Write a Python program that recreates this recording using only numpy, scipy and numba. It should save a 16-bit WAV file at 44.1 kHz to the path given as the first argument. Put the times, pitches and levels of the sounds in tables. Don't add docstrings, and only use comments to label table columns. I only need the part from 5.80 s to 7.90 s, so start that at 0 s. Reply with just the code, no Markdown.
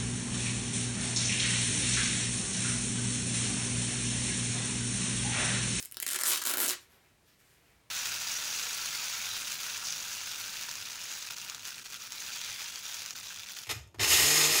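import sys
import numpy as np
from scipy import signal
from scipy.fft import rfft, irfft
from scipy.io import wavfile
from scipy.ndimage import uniform_filter1d
from numba import njit

SR = 44100
rng = np.random.default_rng(int(sys.argv[2]) if len(sys.argv) > 2 else 0)


def put_to_file(sound):
    columns = np.atleast_2d(sound).T
    safe = np.clip(columns, -1, 1)
    whole_steps = np.round(safe * 32767)
    wavfile.write(sys.argv[1], SR, whole_steps.astype(np.int16))


N = 92610

# [time_s, cloth_drive_db, cloth_ring_hz, panel_drive_db]
SHAKE = [(0, -10, 1900, -23.5), (.14, -14, 1940, -29), (.17, -14, 1630, -18), (.2, -13, 1970, -32),
         (.23, -8.5, 2140, -21.5), (.30, -13.5, 1840, -26), (.38, -4.5, 1700, -20),
         (.44, -6.5, 1670, -22.5), (.51, -14, 1410, -23.5), (.62, -8.5, 1550, -23),
         (.68, -12.5, 1550, -18.5), (.75, -4.5, 1500, -14.5), (.79, -8.5, 1570, -12.5),
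         (.83, -11.5, 1550, -15.5), (.90, -15.5, 1620, -16), (.94, -3.5, 1920, -28)]
FRAY_S, FRAY_DB = 0.00055, -3


def undb(db):
    return 10 ** (np.asarray(db) / 20)


def unit(x):
    return x / np.sqrt(np.mean(x ** 2))


def glide(rows, axis=1):
    rows = np.array(rows)
    return np.interp(np.arange(N) / SR, rows[:, 0], rows[:, axis])


def curve(rows, axis=1):
    return undb(glide(rows, axis))


def ring(x, response):
    return signal.fftconvolve(x, response)[:N]


def colour(x, points, size=4096):
    hz, db = np.array(points).T
    f = np.maximum(np.fft.rfftfreq(size, 1 / SR), 1)
    level_db = np.interp(np.log(f), np.log(hz), db)
    cepstrum = irfft(np.log(undb(level_db)))
    cepstrum[1:size // 2] *= 2
    cepstrum[size // 2 + 1:] = 0
    response = irfft(np.exp(rfft(cepstrum)))
    return ring(x, response / np.linalg.norm(response))


def resonance(x, hz, width_hz):
    b, a = signal.iirpeak(hz, hz / width_hz, fs=SR)
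    return signal.lfilter(b, a, x)


@njit
def gliding(x, hz, width_hz):
    y = np.empty(len(x))
    band, low = 0., 0.
    for i in range(len(x)):
        g = np.tan(np.pi * hz[i] / SR)
        damping = np.tan(np.pi * width_hz / SR) * (1 + g * g) / g
        v = (band + g * (x[i] - low)) / (1 + g * (g + damping))
        band = 2 * v - band
        low = low + 2 * g * v
        y[i] = damping * v
    return y


def below(x, hz):
    return signal.sosfiltfilt(signal.butter(2, hz, fs=SR, output="sos"), x)


def clicks(per_s, scatter_db, jitter, size=400):
    gap, strength, side = rng.standard_normal((N // 2, 3)).T
    gap = np.exp(jitter * gap)
    at = (np.cumsum(gap / gap.mean()) * SR / per_s).astype(int)
    height = undb(scatter_db * strength) * np.sign(side)
    inside = at < N
    train = np.bincount(at[inside], height[inside], N)
    power = np.abs(uniform_filter1d(train ** 2, size))
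    return train / np.sqrt(power + 1e-9)


def crack(fray_s, fray_db, size=512):
    t = np.arange(size) / SR
    fray = rng.standard_normal(size) * np.exp(-t / fray_s) * (t > 0)
    pulse = (t == 0) + undb(fray_db) * fray / np.linalg.norm(fray)
    return pulse / np.linalg.norm(pulse)


def crackle(breaks, fray_s, fray_db, count=12):
    kind = rng.integers(0, count, N)
    return sum(ring(breaks * (kind == k), crack(fray_s, fray_db)) for k in range(count))


def surges(per_s=110, depth_db=1.4):
    hold = int(SR / per_s / 2)
    steps = np.repeat(rng.standard_normal(N // hold + 1), hold)
    walk = uniform_filter1d(steps, hold // 2)[:N]
    swing = unit(walk - uniform_filter1d(walk, 4 * hold))
    return unit(undb(depth_db * swing))


def ripping():
    # [start_s, length_s, level_db]
    rips = [(0, 0.054, -50.5), (0.225, 0.0075, -30), (0.2647, 0.0055, -28.5), (0.277, .006, -33),
            (0.2867, 0.0079, -30), (0.3088, 0.0016, -27.5), (0.3146, 0.013, -33.5), (.331, 0.0054, -29),
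            (0.344, .009, -31), (0.357, .011, -31), (0.388, 0.004, -31), (0.396, 0.018, -37.5),
            (0.411, 0.0098, -34), (0.421, 0.0023, -36), (0.4353, 0.0016, -21.5), (0.437, 0.015, -36),
            (0.545, 0.009, -69), (.5728, 0.0066, -34), (0.6162, 0.011, -33), (0.6515, 0.004, -28),
            (0.7344, 0.01, -35), (0.7717, 0.0023, -25), (0.781, 0.0056, -35)]
    # [time_s, level_db]
    tears = [
        [(.453, -32), (.468, -28.5), (.50, -26.5), (.53, -28.5), (.55, -31), (.57, -37.5), (.612, -46)],
        [(.656, -32), (.668, -30.5), (.69, -32), (.71, -30.5), (.725, -38.5), (.75, -38), (.77, -51)],
        [(.778, -35.5), (.80, -29.5), (.83, -29.5), (.855, -31), (.875, -37), (.90, -34), (.915, -34.5),
         (.942, -40)],
    ]
    threads_per_s = 1350
    t = np.arange(N) / SR
    train = clicks(threads_per_s, scatter_db=3.6, jitter=0.55)
    pull = np.zeros(N)
    for rows in tears:
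        pull = pull + curve(rows) * (t >= rows[0][0]) * (t < rows[-1][0])
    breaks = train * surges() * pull
    for start, length, db in rips:
        gate = np.clip((start + length - t) / (length / 2) + 0.5, 0, 1) * (t >= start)
        burst = train * gate
        burst[np.argmax(gate)] += np.sqrt(SR / threads_per_s)
        breaks = breaks + undb(db) * burst * np.linalg.norm(gate) / np.linalg.norm(burst)
    return breaks


def snaps():
    # [start_s, level_db, ring_hz]
    strong_threads = [(.0039, -20.5, 6000), (0.0258, -24.5, 6000), (0.0274, -19, 6000), (0.051, -21, 9500),
                      (0.0572, -19.5, 9000), (0.1136, -27, 9500), (0.123, -19.5, 9500), (.1445, -23, 5500),
                      (.17, -13, 5570), (0.2013, -11, 9500), (0.219, -21, 9000), (0.2798, -12.5, 9000),
                      (0.3033, -11, 9000), (0.3125, -10, 8500), (0.3616, -12.5, 9000), (0.6384, -12, 8000),
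                      (0.6728, -20, 8000), (0.6968, -11, 10000), (0.8186, -13, 12000),
                      (0.8406, -11.5, 8500), (.864, -9, 7500), (0.8804, -6, 7500), (0.8861, -7.5, 7000),
                      (0.8929, -6, 7500), (.8989, -6, 7000), (0.9081, -5, 5360), (0.9337, -14.5, 5500)]
    ring_db, ring_width_hz = -1, 2700
    jolts, rings = np.zeros(N), np.zeros(N)
    for start, db, hz in strong_threads:
        pulse = crack(FRAY_S, FRAY_DB)
        pulse = pulse + undb(ring_db) * resonance(pulse, hz, ring_width_hz)
        i = max(int(start * SR), 0)
        jolts[i] += undb(db)
        rings[i:i + len(pulse)] += undb(db) * pulse / np.linalg.norm(pulse)
    return jolts, rings


def threads(cracks):
    # [frequency_hz, level_db]
    thread_tone = [(100, -44.5), (500, -32), (900, -28.5), (1500, -14), (2500, -1), (3100, -1.5), (4000, 0),
                   (4700, -2), (5300, -2), (6500, -2), (7500, -3), (9200, -0.5), (10200, -4), (11500, 0.5),
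                   (14000, -3.5), (17000, -3)]
    # [time_s, ring_hz, ring_db, top_treble_db]
    tension = [(0, 8800, -4, 7), (.2, 9100, -0.5, 6), (.3, 9300, 0, -4.5), (.46, 7700, 7, 0),
               (.495, 11400, 2, -1), (.525, 4530, -3.5, 0), (.62, 6500, -1, -1.5), (.68, 7860, -12, 1),
               (.75, 11700, -11, 3.5), (.82, 12200, 3.5, -0.5), (.87, 8200, -7, 2), (.92, 4000, -22, -3)]
    ring_width_hz, treble_hz = 4800.0, 12900
    sound = colour(cracks, thread_tone)
    share = curve(tension, axis=2)
    ringing = gliding(sound, glide(tension), ring_width_hz)
    sound = (sound + share * ringing) / np.sqrt(1 + share)
    dull = below(sound, treble_hz)
    return dull + (sound - dull) * curve(tension, axis=3)


def cloth(breaks, order=3):
    width_hz = 1840.0
    sound = crackle(breaks * curve(SHAKE, axis=1), fray_s=0.001, fray_db=6.5)
    for _ in range(order):
        sound = gliding(sound, glide(SHAKE, axis=2), width_hz)
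    return sound * np.sqrt(SR / (width_hz * 3 * np.pi / 8))


def panel(breaks):
    # [frequency_hz, level_db]
    panel_tone = [(30, -48), (70, -29), (120, -12), (175, -10.5), (240, 2), (300, 1), (360, 6), (440, -3.5),
                  (620, 0.5), (740, -5.5), (900, -4.5), (1100, -13.5), (1300, -12), (3000, -46)]
    shivers = crackle(breaks * curve(SHAKE, axis=3), fray_s=0.0013, fray_db=2.5)
    return colour(shivers, panel_tone)


def shell(sound):
    # [centre_hz, width_hz, gain_db]
    shell_modes = [(1370, 20.2, -15), (1550, 17, -14.5), (3030, 77, -3), (5180, 160, 0)]
    return sound + sum(undb(db) * resonance(sound, hz, width_hz) for hz, width_hz, db in shell_modes)


def jacket():
    rips = ripping()
    jolts, rings = snaps()
    breaks = rips + jolts
    cracks = crackle(rips, FRAY_S, FRAY_DB) + rings
    return shell(threads(cracks) + cloth(breaks) + panel(breaks))


def rustle():
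    # [time_s, level_db]
    padding = [(1, -73), (1.15, -66.5), (1.3, -73), (1.4, -74), (1.56, -75.5), (1.65, -72.5), (1.88, -70.5),
               (2.1, -73.5)]
    # [frequency_hz, level_db]
    padding_tone = [(100, -9), (350, 6), (800, 2), (1600, 0), (2300, 2), (3000, -4), (6000, -16),
                    (16000, -13)]
    # [centre_s, spread_s, level_db, ring_hz]
    strokes = [(1.025, 0.022, -62.5, 11500), (1.129, .028, -66, 12000), (1.193, 0.044, -81, 2000),
               (1.272, .04, -72.5, 2200), (1.485, 0.019, -66.5, 4740), (1.536, 0.022, -71.5, 5000),
               (1.606, 0.013, -70, 9000), (1.652, 0.044, -70.5, 8040), (1.734, 0.039, -69.5, 9000),
               (1.882, 0.067, -71, 2300)]
    # [frequency_hz, level_db]
    grain_tone = [(300, -5), (800, -15), (1600, 3), (3000, -2.5), (5000, -4.5), (9000, -7.5), (10300, -9.5),
                  (12000, -3.5), (17000, -10.5)]
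    ring_db, ring_q = -3, 2.7
    t = np.arange(N) / SR
    grains = colour(clicks(per_s=5100, scatter_db=3.5, jitter=1.0), grain_tone)
    out = colour(curve(padding) * rng.standard_normal(N), padding_tone)
    for at, spread, db, hz in strokes:
        swish = unit(grains + undb(ring_db) * resonance(grains, hz, hz / ring_q))
        swell = np.exp(-((t - at) / spread) ** 2 / 2)
        out = out + undb(db) * swell * swish
    return out


def room(x):
    tail_db, delay_s, t60_s = -4, 0.003, 0.25
    split_hz, treble_db, treble_t60_s = 8100, -6, 0.16
    t = np.arange(SR // 2) / SR
    noise = rng.standard_normal(len(t)) * (t > delay_s)
    low = below(noise, split_hz)
    fade = np.exp(-np.log(1000) * t / t60_s)
    treble_fade = np.exp(-np.log(1000) * t / treble_t60_s)
    tail = low * fade + undb(treble_db) * (noise - low) * treble_fade
    return x + undb(tail_db) * ring(x, tail / np.linalg.norm(noise * fade))


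def air():
    # [frequency_hz, level_db]
    air_tone = [(20, -49.5), (32, -12.5), (48, 6), (70, 2), (120, 2.5), (180, -4), (350, -9), (700, -14),
                (1800, -18), (4000, -17.5), (9000, -20.5), (10300, -22.5), (12000, -25), (17000, -28.5)]
    level_db = -68.5
    return undb(level_db) * unit(colour(rng.standard_normal(N), air_tone))


def scene():
    return (room(jacket() + rustle()) + air())[None]


def record(dry):
    bottom_hz, top_hz = 38, 17100
    dry = signal.sosfilt(signal.butter(4, bottom_hz, "high", fs=SR, output="sos"), dry)
    return signal.sosfilt(signal.ellip(8, 0.2, 70, top_hz, fs=SR, output="sos"), dry)


dry = scene()
out = record(dry)
put_to_file(out)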